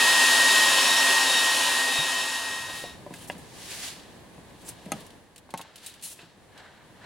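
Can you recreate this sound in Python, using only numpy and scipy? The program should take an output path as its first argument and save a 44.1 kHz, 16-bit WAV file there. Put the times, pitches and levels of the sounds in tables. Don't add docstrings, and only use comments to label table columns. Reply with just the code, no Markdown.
import sys
import numpy as np
from scipy import signal
from scipy.fft import rfft, irfft, next_fast_len
from scipy.io import wavfile

SR = 44100
rng = np.random.default_rng(int(sys.argv[2]) if len(sys.argv) > 2 else 0)


def volts_from_db(level):
    exponent = np.asarray(level, float) / 20
    return 10 ** exponent


def bounce(signal):
    frames = np.transpose(np.atleast_2d(signal))
    limited = np.clip(frames, -1, 1)
    pcm = np.round(limited * 32767).astype(np.int16)
    wavfile.write(sys.argv[1], SR, pcm)


N = 310905


def rms_one(x):
    return x / np.sqrt(np.mean(x ** 2) + 1e-20)


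def in_time(rows):
    s, *columns = np.transpose(rows)
    return [np.interp(np.arange(N) / SR, s, c) for c in columns]


def at_hz(points, hz):
    point_hz, value = np.transpose(points)
    return np.interp(np.log(hz), np.log(point_hz), value)


def drift(rate):
    r = np.exp(-80 * np.pi * rate / SR)
    slow = signal.lfilter([1], [1, -2 * r, r * r], rng.standard_normal(N // 40 + 2002))[2000:]
    return np.interp(np.arange(N) / 40, np.arange(len(slow)), rms_one(slow))


def ring(clicks, hz, t60):
    r, w = volts_from_db(-60 / (t60 * SR)), 2 * np.pi * hz / SR
    return signal.lfilter([0, np.sin(w)], [1, -2 * r * np.cos(w), r * r], clicks + 1e-18)


def coloured(spectrum, likeness, grain_db=0):
    size = next_fast_len(N)
    grain = np.minimum(rng.exponential(1, size), 4)
    white = rng.standard_normal((2, size)) * volts_from_db(grain_db * grain)
    hz = np.maximum(np.fft.rfftfreq(size, 1 / SR), 10)
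    mid, side = rfft(white) * volts_from_db(at_hz(spectrum, hz))
    alike = np.clip(at_hz(likeness, hz), 0, 1)
    mid, side = mid * np.sqrt(1 + alike), side * np.sqrt(1 - alike)
    return rms_one(irfft(np.array([mid + side, mid - side]), size)[:, :N])


def highpass(x, order, hz):
    return signal.sosfilt(signal.butter(order, hz, "high", fs=SR, output="sos"), x)


FADE_END_S = 2.985


def fade():
    return np.cos(np.pi / 2 * np.minimum(np.arange(N) / SR / FADE_END_S, 1))


# frequency in Hz, level in dB per Hz.
ROOM_TONE = [(20, -19), (60, -2), (170, 0), (410, -4.5), (1000, -9), (1400, -19.5), (1660, -12.5),
             (2320, -18.5), (4300, -21), (5000, -25.5), (10500, -24.5), (12300, -34.5), (13800, -35),
             (15800, -35)]
# frequency in Hz, left-right likeness from 0 to 1.
ROOM_LIKENESS = [(60, 0.48), (240, 0.69), (950, 0.64), (3770, 0.064), (10000, .1), (13000, .6)]
# time in seconds, level in dB.
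ROOM_LEVEL = [(2.95, -44), (3.25, -44), (3.5, -46), (3.97, -45.5), (4.25, -47), (4.81, -46.5),
              (4.96, -42.5), (5.26, -53), (6.12, -55), (6.6, -52.5), (7.05, -51)]
ROOM_UNDER_DB, ROOM_RISE = -25, 1.23
ROOM_SWAY_DB = .9


def room_tone():
    level_db, = in_time(ROOM_LEVEL)
    under_db = ROOM_UNDER_DB * fade() ** ROOM_RISE
    gain = volts_from_db(level_db + under_db - 2.5 + ROOM_SWAY_DB * drift(3.8))
    return gain * coloured(ROOM_TONE, ROOM_LIKENESS)


ROOM_T60_S, WALL_CUT_HZ, ECHO_DB = 0.33, 7400, -26


def room_echo(x):
    out, dull = np.zeros((2, N)), np.exp(-2 * np.pi * WALL_CUT_HZ / SR)
    lags = (rng.uniform(.012, 0.037, 12) * SR).astype(int)
    for k, lag in enumerate(lags):
        loop, gain, state = x.copy(), volts_from_db(-60 * lag / SR / ROOM_T60_S), [0.]
        for i in range(lag, N, lag):
            back, state = signal.lfilter([gain * (1 - dull)], [1, -dull], loop[i - lag:i], zi=state)
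            loop[i:i + lag] += back[:N - i]
        out[k % 2] += (loop - x) * (-1) ** (k // 2)
    return volts_from_db(ECHO_DB) * out


# peak time in seconds, rise in seconds, fall in seconds,
# scuff level in dB, extra brightness in dB.
STROKES = [(2.77, 0.37, 0.23, -36, 1), (3.02, 0.19, 0.34, -70, -11), (3.16, .08, 0.22, -55, 1),
           (3.24, 0.3, 0.15, -52.5, 4), (3.32, .06, 0.075, -52, -1), (3.5, 0.96, .4, -61, -8),
           (3.73, 0.31, 0.2, -45.5, -3), (3.85, 0.15, 0.36, -44.5, -7.5), (4.0, 0.26, 0.52, -57.5, -9),
           (4.62, 0.2, 0.2, -63.5, 4), (4.69, 0.076, 0.064, -53, 15.5), (4.85, 0.98, 0.16, -58.5, -7),
           (4.96, 0.14, 0.37, -53.5, -3.5), (5.62, 0.19, 0.47, -57.5, -20.5), (5.86, 0.19, 0.39, -51, -3.5),
           (6.04, 0.029, 0.23, -46.5, 11.5), (6.13, 0.15, 0.056, -53.5, 10), (6.2, 0.084, 0.36, -55, -13),
           (6.6, 0.14, 0.57, -59, -31.5), (6.78, 0.34, 0.3, -72, -37), (7.05, 0.14, .3, -58, -32)]
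AT_REST_DB = [-67.5, -75.5, -92]
STROKE_RANGE_DB, BRIGHT_STEEPER = 27, 1.44
RUB_DB, RUB_PER_BRIGHT = -7, -0.52


def strokes():
    t = np.arange(N) / SR
    out = np.ones((3, N)) * volts_from_db(np.array(AT_REST_DB))[:, None]
    for s, rise_s, fall_s, scuff_db, bright_db in STROKES:
        near = slice(round((s - 3 * rise_s) * SR), round((s + 3 * fall_s) * SR))
        lost_db = STROKE_RANGE_DB * np.maximum((s - t[near]) / rise_s, (t[near] - s) / fall_s)
        rub_db = RUB_DB + RUB_PER_BRIGHT * bright_db
        for k, (lift_db, steep) in enumerate([(rub_db, 1), (0, 1), (bright_db, BRIGHT_STEEPER)]):
            stroke = volts_from_db(scuff_db + lift_db - steep * lost_db)
            out[k, near] = np.hypot(out[k, near], stroke)
    return out


# frequency in Hz, level in dB per Hz.
RUB = [(300, -6), (650, 10.5), (1250, 6.5), (1750, 11), (2500, -1), (4200, -1.5), (6000, -67)]
SCUFF = [(1200, -15), (1800, -8), (2800, 3), (4300, 1.5), (6000, -6.5), (8000, -7), (11000, -36)]
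CLOTH = [(3500, -20), (5500, -7), (8000, -2), (10000, 0), (11500, -4), (13000, -12), (15000, -12),
         (16000, -9)]
# start in seconds, bright peak in dB, time to fall 60 dB in seconds,
# scuff share in dB.
FLICKS = [(3.1377, -41, 0.05, -11), (3.274, -43, .06, -28), (3.283, -44, .07, -28), (3.291, -48, .04, -25),
          (3.3797, -49, 0.15, -16), (4.681, -46, .07, -14), (4.8554, -49, 0.036, -13),
          (5.0035, -49, .06, -15), (5.0644, -47, .052, -10), (5.1044, -53, 0.041, -4),
          (5.36, -44.5, 0.055, -9), (5.379, -44.5, 0.054, -10), (5.5049, -45.5, 0.058, -8),
          (5.5748, -36, 0.084, -12), (5.612, -37, 0.045, -10), (5.757, -41.5, 0.07, -9),
          (5.7794, -53, .05, -4), (5.832, -58, .1, -14), (5.843, -49, .05, -17), (5.862, -36, 0.05, -22),
          (5.865, -41, 0.15, -18), (3.8785, -46, .02, 3), (3.884, -48, .02, 2), (6.012, -54, .1, -10),
          (5.9394, -50, 0.04, -9), (6.024, -41, .14, -17), (6.577, -53, 0.063, -1), (7.0, -80, 0.83, -4)]
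RUB_SWAY_DB = 1.2


def rustles():
    rub_gain, scuff_gain, bright_gain = strokes()
    start = np.clip((np.arange(N) / SR - 2.6) / 0.36, 0, 1)
    close = [(500, 1.0), (8000, 0.56)]   # Hz, left-right likeness
    flick, t = np.zeros((2, N)), np.arange(N // 20) / SR
    for s, peak_db, t60, share_db in FLICKS:
        i = round(s * SR)
        onset = np.minimum(t / 0.00061, 1)
        fall = volts_from_db(peak_db - 2.5 - 60 * t / max(t60, .01)) * onset
        flick[:, i:i + len(t)] += fall[:N - i] * volts_from_db([[share_db + 7.0], [0]])
    fibres = 1.1 * drift(30)
    rub = rub_gain * volts_from_db(RUB_SWAY_DB * drift(25)) * coloured(RUB, close, grain_db=-4.5)
    scuff = (scuff_gain * volts_from_db(0.6 + fibres) + flick[0]) * coloured(SCUFF, close, grain_db=3.0)
    cloth = (bright_gain * volts_from_db(fibres) + flick[1]) * coloured(CLOTH, close, grain_db=3.0)
    return start * (rub + scuff + cloth) * volts_from_db([[.3], [-.3]])


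# frequency in Hz, level in dB per Hz.
SWEEP = [(710, -31), (1200, -6), (1330, -14), (1650, -4), (2120, -3.5), (4590, -2), (10600, -5.5),
         (12900, -16), (15000, -16)]
# peak time in seconds, rise in seconds, fall in seconds, level in dB.
SWEEPS = [
    (3.63, 0.34, 0.21, -45.5),
    (3.725, 0.2, 0.2, -38),
    (3.755, .1, .15, -42),
    (3.85, 0.22, 0.17, -34.5),
    (3.885, 0.11, 0.13, -45),
    (4.69, .06, .06, -46),
]


def sweeps():
    t, power = np.arange(N) / SR, 0
    for s, rise_s, fall_s, level_db in SWEEPS:
        lost_db = STROKE_RANGE_DB * np.maximum((s - t) / rise_s, (t - s) / fall_s)
        power = power + volts_from_db(level_db - lost_db) ** 2
    swish = coloured(SWEEP, [(500, 1.0), (8000, 0.2)], grain_db=0.0)
    return np.sqrt(power) * volts_from_db(.8 * drift(45)) * swish


# start in seconds, length in seconds, pitch in Hz, level in dB.
SQUEAKS = [(5.611, .014, 3650, -52), (5.612, 0.017, 2700, -57), (5.862, .02, 3840, -48),
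           (5.896, 0.033, 3900, -53), (6.04, 0.053, 10300, -44), (6.046, 0.037, 4230, -48),
           (6.189, .03, 2600, -52.5), (3.723, .03, 1800, -53), (4.648, .04, 7550, -52),
           (4.682, .014, 5900, -48), (4.686, .014, 9000, -47), (5.584, .012, 3900, -50),
           (3.2, .05, 3100, -55)]
SQUEAK_WIDTH = 0.08


def squeaks():
    out = np.zeros(N)
    for s, length_s, hz, level_db in SQUEAKS:
        n, i = round(length_s * SR), round(s * SR)
        edges_hz = [hz * (1 - SQUEAK_WIDTH / 2), hz * (1 + SQUEAK_WIDTH / 2)]
        band = signal.butter(2, edges_hz, "band", fs=SR, output="sos")
        puff = rms_one(signal.sosfilt(band, rng.standard_normal(4000))[-n:])
        out[i:i + n] += volts_from_db(level_db) * puff * np.sin(np.pi * (np.arange(n) / n) ** .5)
    return out


# start in seconds, level in dB, pitch in Hz,
# time to fall 60 dB in seconds.
BUMPS = [
    (1.989, -31, 145, 0.083),
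    (1.99, -47, 70, .15),
    (1.998, -39, 250, .05),
    (2.836, -50, 110, .1),
    (2.838, -46, 350, .06),
    (3.108, -46, 330, .06),
    (4.862, -48, 620, .12),
    (4.875, -50, 450, .1),
    (4.96, -50, 520, .12),
]


def bumps():
    out, click = np.zeros(N), np.eye(1, N // 20)[0]
    for s, level_db, hz, t60 in BUMPS:
        out[round(s * SR):][:len(click)] -= volts_from_db(level_db) * ring(click, hz, t60)
    return out


# pitch in Hz, level in dB,
# time to fall 60 dB in seconds.
TABLE = [(133, -3, 0.058), (171.7, -1.5, 0.15), (223, -13.5, 0.079), (265, -4.5, 0.13), (316, -5, 0.13)]
TRAY = [(393, 11, 0.027), (488, 5, 0.095), (578, 11, 0.055), (705, 4.5, 0.16), (765, 1, 0.065),
        (880, -4, 0.1), (995, 10.5, 0.06), (1210, -9, 0.045)]
EDGE = [(1340, -2, 0.062), (1490, 4, 0.027), (1644, 13.5, 0.035), (2040, 13.5, 0.033), (2340, 2, 0.02),
        (2600, 10, 0.036), (3030, 2, 0.036), (3580, 8, 0.016), (3650, -10, 0.017), (4150, -25, 0.013),
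        (5100, -5, 0.016)]
CRACK = [(5470, -15, 0.005), (6330, -6, 0.011), (7500, -5.5, 0.0081), (8600, -3, 0.0051),
         (9600, -1.5, 0.0072), (10900, -1, 0.0043), (13800, -11, .005)]
# start in seconds, then the level in dB in table, tray, hard edge and crack.
KNOCKS = [(1.993, -40, -53, -65, -65), (2.697, -48, -51.5, -66, -76), (2.836, -54, -45.5, -61, -48),
          (3.063, -49, -48, -72, -62), (3.106, -38.5, -53, -68, -68), (3.138, -42, -61, -52.5, -49),
          (3.298, -47, -62, -44, -75), (3.351, -39, -60, -60, -60), (4.378, -46, -64, -76, -70),
          (4.629, -47, -66, -66, -80), (4.86, -40, -59, -63, -59), (4.884, -62, -57, -69, -58),
          (4.918, -33.5, -50, -46.5, -18.5), (5.49, -69, -64, -74, -70), (5.538, -38.5, -50, -53, -35),
          (5.593, -48, -55, -63, -58), (6.19, -59, -63, -60, -74), (6.229, -46, -66, -85, -95)]


def knocks():
    rows = np.array(KNOCKS)
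    at = np.round((rows[:, 0] + 0.00106) * SR).astype(int)
    after_s = rng.uniform(0.00147, 0.0081, (len(at), 5))
    rattles = at[:, None] + (after_s * SR).astype(int)
    out = np.zeros(N)
    for column, body in enumerate([TABLE, TRAY, EDGE, CRACK]):
        for hz, level_db, t60 in body:
            clicks = np.zeros(N)
            uneven_db = rng.normal(0, 1.5, len(at))
            size = volts_from_db(rows[:, 1 + column] + level_db - 1.5 + uneven_db)
            clicks[at] = size * rng.choice([-1, 1], len(at))
            weaker = volts_from_db(-6.5 - 2000 * after_s) * rng.standard_normal(after_s.shape)
            clicks[rattles] = size[:, None] * weaker
            out += ring(clicks, hz, t60)
    return highpass(out, 4, 120)


# pitch in Hz, level in dB, time to fall 60 dB in seconds.
CAP = [(590, 7, 0.075), (714, 4, 0.035), (750, 11.5, 0.036), (970, 9, 0.043), (1210, -2, .02),
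       (1530, -5, 0.022), (1890, 4.5, .03), (2350, -11, .03), (2810, 12.5, 0.025), (3280, 3, 0.033),
       (3840, -11, 0.018), (4600, -10, .012)]
BOTTLE = [(640, 0, .1), (707, -2, 0.069), (795, 4.5, 0.063), (1070, -8, .03), (1266, -1, 0.069),
          (1630, -14, .07), (2200, -11, 0.05), (2460, -1, 0.032), (2760, -3.5, 0.045), (3520, -10, 0.055),
          (4200, -3, 0.032)]
RIM = [(584, -12, 0.055), (790, 1, 0.11), (892, 11.5, 0.057), (1077, 5, 0.06), (1260, -7, .03),
       (1520, -8, 0.078), (2140, 0, 0.033), (2430, -12, .03), (2920, -21, .033), (3900, -5, 0.022)]
THUD = [(170, 13, 0.083), (202, 18, 0.09), (250, 8, .06), (670, 4, .06)]
FLOOR = [(285, 14, 0.055), (161, 4.4, 0.098), (560, 6, .07)]
TICK = [(2100, -4, .01), (3400, 0, .012), (8900, 4, .02), (10200, 3, .018), (11300, -2, .015)]
# start in seconds, blow level in dB,
# the thing that rings.
HELD = [(2.8385, -50, CAP), (3.2993, -40, CAP), (4.863, -57, THUD), (4.95, -56, THUD),
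        (4.9196, -30, BOTTLE), (4.936, -50, THUD), (5.5396, -36, RIM), (5.5445, -49, FLOOR),
        (5.5935, -50, RIM), (5.5965, -50, RIM), (5.604, -49, RIM), (5.65, -56, RIM), (5.491, -59, RIM),
        (5.5395, -45, FLOOR), (4.9197, -50, FLOOR), (3.3057, -55, CAP), (3.316, -63, CAP),
        (4.9255, -42, TICK), (4.9345, -50, TICK), (5.577, -57, RIM)]
CONTACT_HZ, SMALL_BODY_HZ = 5000, 150
SNAP_DB, SNAP_HZ = -2, 3000
BURST_DB, BURST_T60_S, BURST_LOW_HZ, BURST_HIGH_HZ = -0.5, 0.1, 350, 4170


def held_knocks():
    out, t = np.zeros(N), np.arange(N // 20) / SR
    band = signal.butter(2, [BURST_LOW_HZ, BURST_HIGH_HZ], "band", fs=SR, output="sos")
    for s, blow_db, modes in HELD:
        i = round(s * SR)
        contact_hz = CONTACT_HZ * (3 if modes == TICK else 1)
        click = signal.lfilter(*signal.butter(2, contact_hz, fs=SR), np.eye(1, len(t))[0])
        hit = volts_from_db(blow_db + SNAP_DB) * ring(click, SNAP_HZ / 2, 2 / SNAP_HZ)
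        for hz, level_db, t60 in modes:
            hit += volts_from_db(blow_db + level_db) * ring(click, hz, min(t60, .09))
        burst = rng.standard_normal(len(t)) * volts_from_db(blow_db + BURST_DB - 60 * t / BURST_T60_S)
        out[i:i + len(t)] += hit + signal.sosfilt(band, burst)
    return highpass(out, 4, SMALL_BODY_HZ)


def lift(x, hz, width_hz, lift_db):
    r = np.exp(-np.pi * width_hz / SR)
    top = np.array([1, 0, -1]) * (1 - r * r) / 2
    peak = signal.lfilter(top, [1, -2 * r * np.cos(2 * np.pi * hz / SR), r * r], x)
    return x + (volts_from_db(lift_db) - 1) * peak


# frequency in Hz, level in dB per Hz.
ROAR = [(35, -68), (60, -30), (199, -27), (260, -16.5), (324, -18), (1030, -8), (1430, -12), (1810, -6.5),
        (2190, -23.5), (2600, -9), (3380, -59), (5720, -120)]
HISS = [(1120, -23), (1900, -7.5), (1970, -9), (2170, -14), (2640, -7.5), (3510, -6), (3880, -6.5),
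        (4240, -7), (5540, -10.5), (5890, -14), (6440, -10.5), (10800, -13.5), (13300, -27.5), (16000, -29)]
# frequency in Hz, left-right likeness from 0 to 1.
DRYER_LIKENESS = [(60, 1), (130, 1), (290, 1), (640, 1), (1410, 0.9), (3100, 0.92), (6820, 0.72),
                  (10000, .78), (12500, 0.97)]
# frequency in Hz, width in Hz, lift in dB.
DUCT = [(260, 40, 6), (330, 20, -5), (400, 50, 6), (460, 20, -6), (525, 30, 6.5), (570, 20, 5),
        (682, 25, 8.5), (720, 30, -6), (790, 30, 4), (835, 20, -8), (898, 50, 9.5), (985, 20, -7),
        (1020, 40, 9), (1092, 15, -8), (1118, 25, 5), (1180, 20, -6), (1215, 40, 4.5), (1460, 60, -4),
        (1510, 40, 4), (1680, 100, 3), (2580, 120, 5), (2705, 40, 4), (2950, 25, 3), (2990, 50, 4),
        (3040, 40, -5), (3078, 30, 7), (3120, 30, 3), (3345, 30, 2.5)]
HISS_DB, ROAR_DB, NEAR_ECHO_DB = -21.6, -27.9, -16
HISS_SWAY_DB = .35
HISS_FADE_POWER = 1.173


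def blown_air():
    roar = volts_from_db(ROAR_DB - 4.0 + 0.13 * drift(3.3)) * coloured(ROAR, DRYER_LIKENESS)
    hiss = volts_from_db(HISS_DB - 0.56 + HISS_SWAY_DB * drift(9.1)) * coloured(HISS, DRYER_LIKENESS)
    air = highpass(roar + fade() ** (HISS_FADE_POWER - 1) * hiss, 2, 100)
    heard, blowing = 3 * SR + 9000, 3 * SR
    for resonance in DUCT:
        air[:, :heard] = lift(air[:, :heard], *resonance)
    direct = air[:, :blowing].copy()
    for lag in (rng.uniform(.003, .03, 6) * SR).astype(int):
        air[:, lag:lag + blowing] += volts_from_db(NEAR_ECHO_DB) * drift(2.5)[:blowing] * direct
    return air


# time in seconds,
# blade rate in Hz, first, second and third tone in dB.
WHINE = [(0, 1871, -25.5, -34, -42), (.44, 1873, -23.5, -37.5, -45), (.62, 1873, -25, -35, -45),
         (.73, 1871, -31, -34, -41), (.87, 1871, -28, -34.5, -37), (.95, 1871, -30, -30, -38),
         (1.08, 1871, -26, -42, -41), (1.22, 1871.5, -28, -44, -39), (1.3, 1872, -32.5, -32, -39),
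         (1.38, 1872, -29, -31, -40), (1.5, 1872.5, -29, -43, -43), (1.67, 1873.5, -34, -35, -45),
         (1.8, 1874, -29, -44, -53), (1.98, 1874, -35, -33, -45), (2.14, 1874, -34, -42, -48),
         (2.55, 1874.5, -39.5, -47, -54), (2.86, 1874.5, -47, -50, -63), (2.97, 1874.5, -62, -61, -77)]
TONE_LAG = [.1, .35, .4]
BLADE_COUNT = 7


def blade_whine(turn):
    _, *tone_db = in_time(WHINE)
    whine = 0
    for k, level_db in enumerate(tone_db):
        lag = TONE_LAG[k] * (1 + .5 * drift(3.3))
        flutter_db = (1.4 + .8 * k) * drift(18)
        phase = (k + 1) * BLADE_COUNT * turn + np.outer([1, -1], lag)
        whine = whine + volts_from_db(level_db + 5.0 + flutter_db) * np.sin(phase)
    return whine


# multiple of the shaft rate, level in dB.
SHAFT = [(1, -41.5), (2, -47), (3, -38), (4, -34.5), (5, -38.5), (6, -36.5), (25, -36.5), (35, -39)]


def shaft_hum(turn):
    tones = 0
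    for multiple, level_db in SHAFT:
        wobble = volts_from_db(level_db + ROAR_DB + 24 + 2.5 * drift(8))
        tones = tones + wobble * np.sin(round(multiple) * turn + rng.uniform(0, 6.8))
    return tones


def dryer():
    blade_hz = in_time(WHINE)[0] + 0.66 * drift(3.9)
    turn = 2 * np.pi * np.cumsum(blade_hz) / BLADE_COUNT / SR
    body = fade() * (blown_air() + shaft_hum(turn))
    whine = np.minimum(50 * fade(), 1) * blade_whine(turn)
    return (body + whine) * volts_from_db([[.35], [-.35]])


def scene():
    hits = knocks() + held_knocks() + squeaks() + bumps()
    hands = rustles() + sweeps() + hits * volts_from_db([[.3], [-.3]])
    return room_tone() + room_echo(hits) + hands + dryer()


def low_pass(x):
    return signal.sosfilt(signal.butter(12, 16510, fs=SR, output="sos"), x)


CUTOFF_HZ = 15950


def record(dry):
    cut = signal.sosfilt(signal.ellip(12, .3, 30, CUTOFF_HZ, fs=SR, output="sos"), dry)
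    return low_pass(cut)


dry = scene()
out = record(dry)
bounce(out)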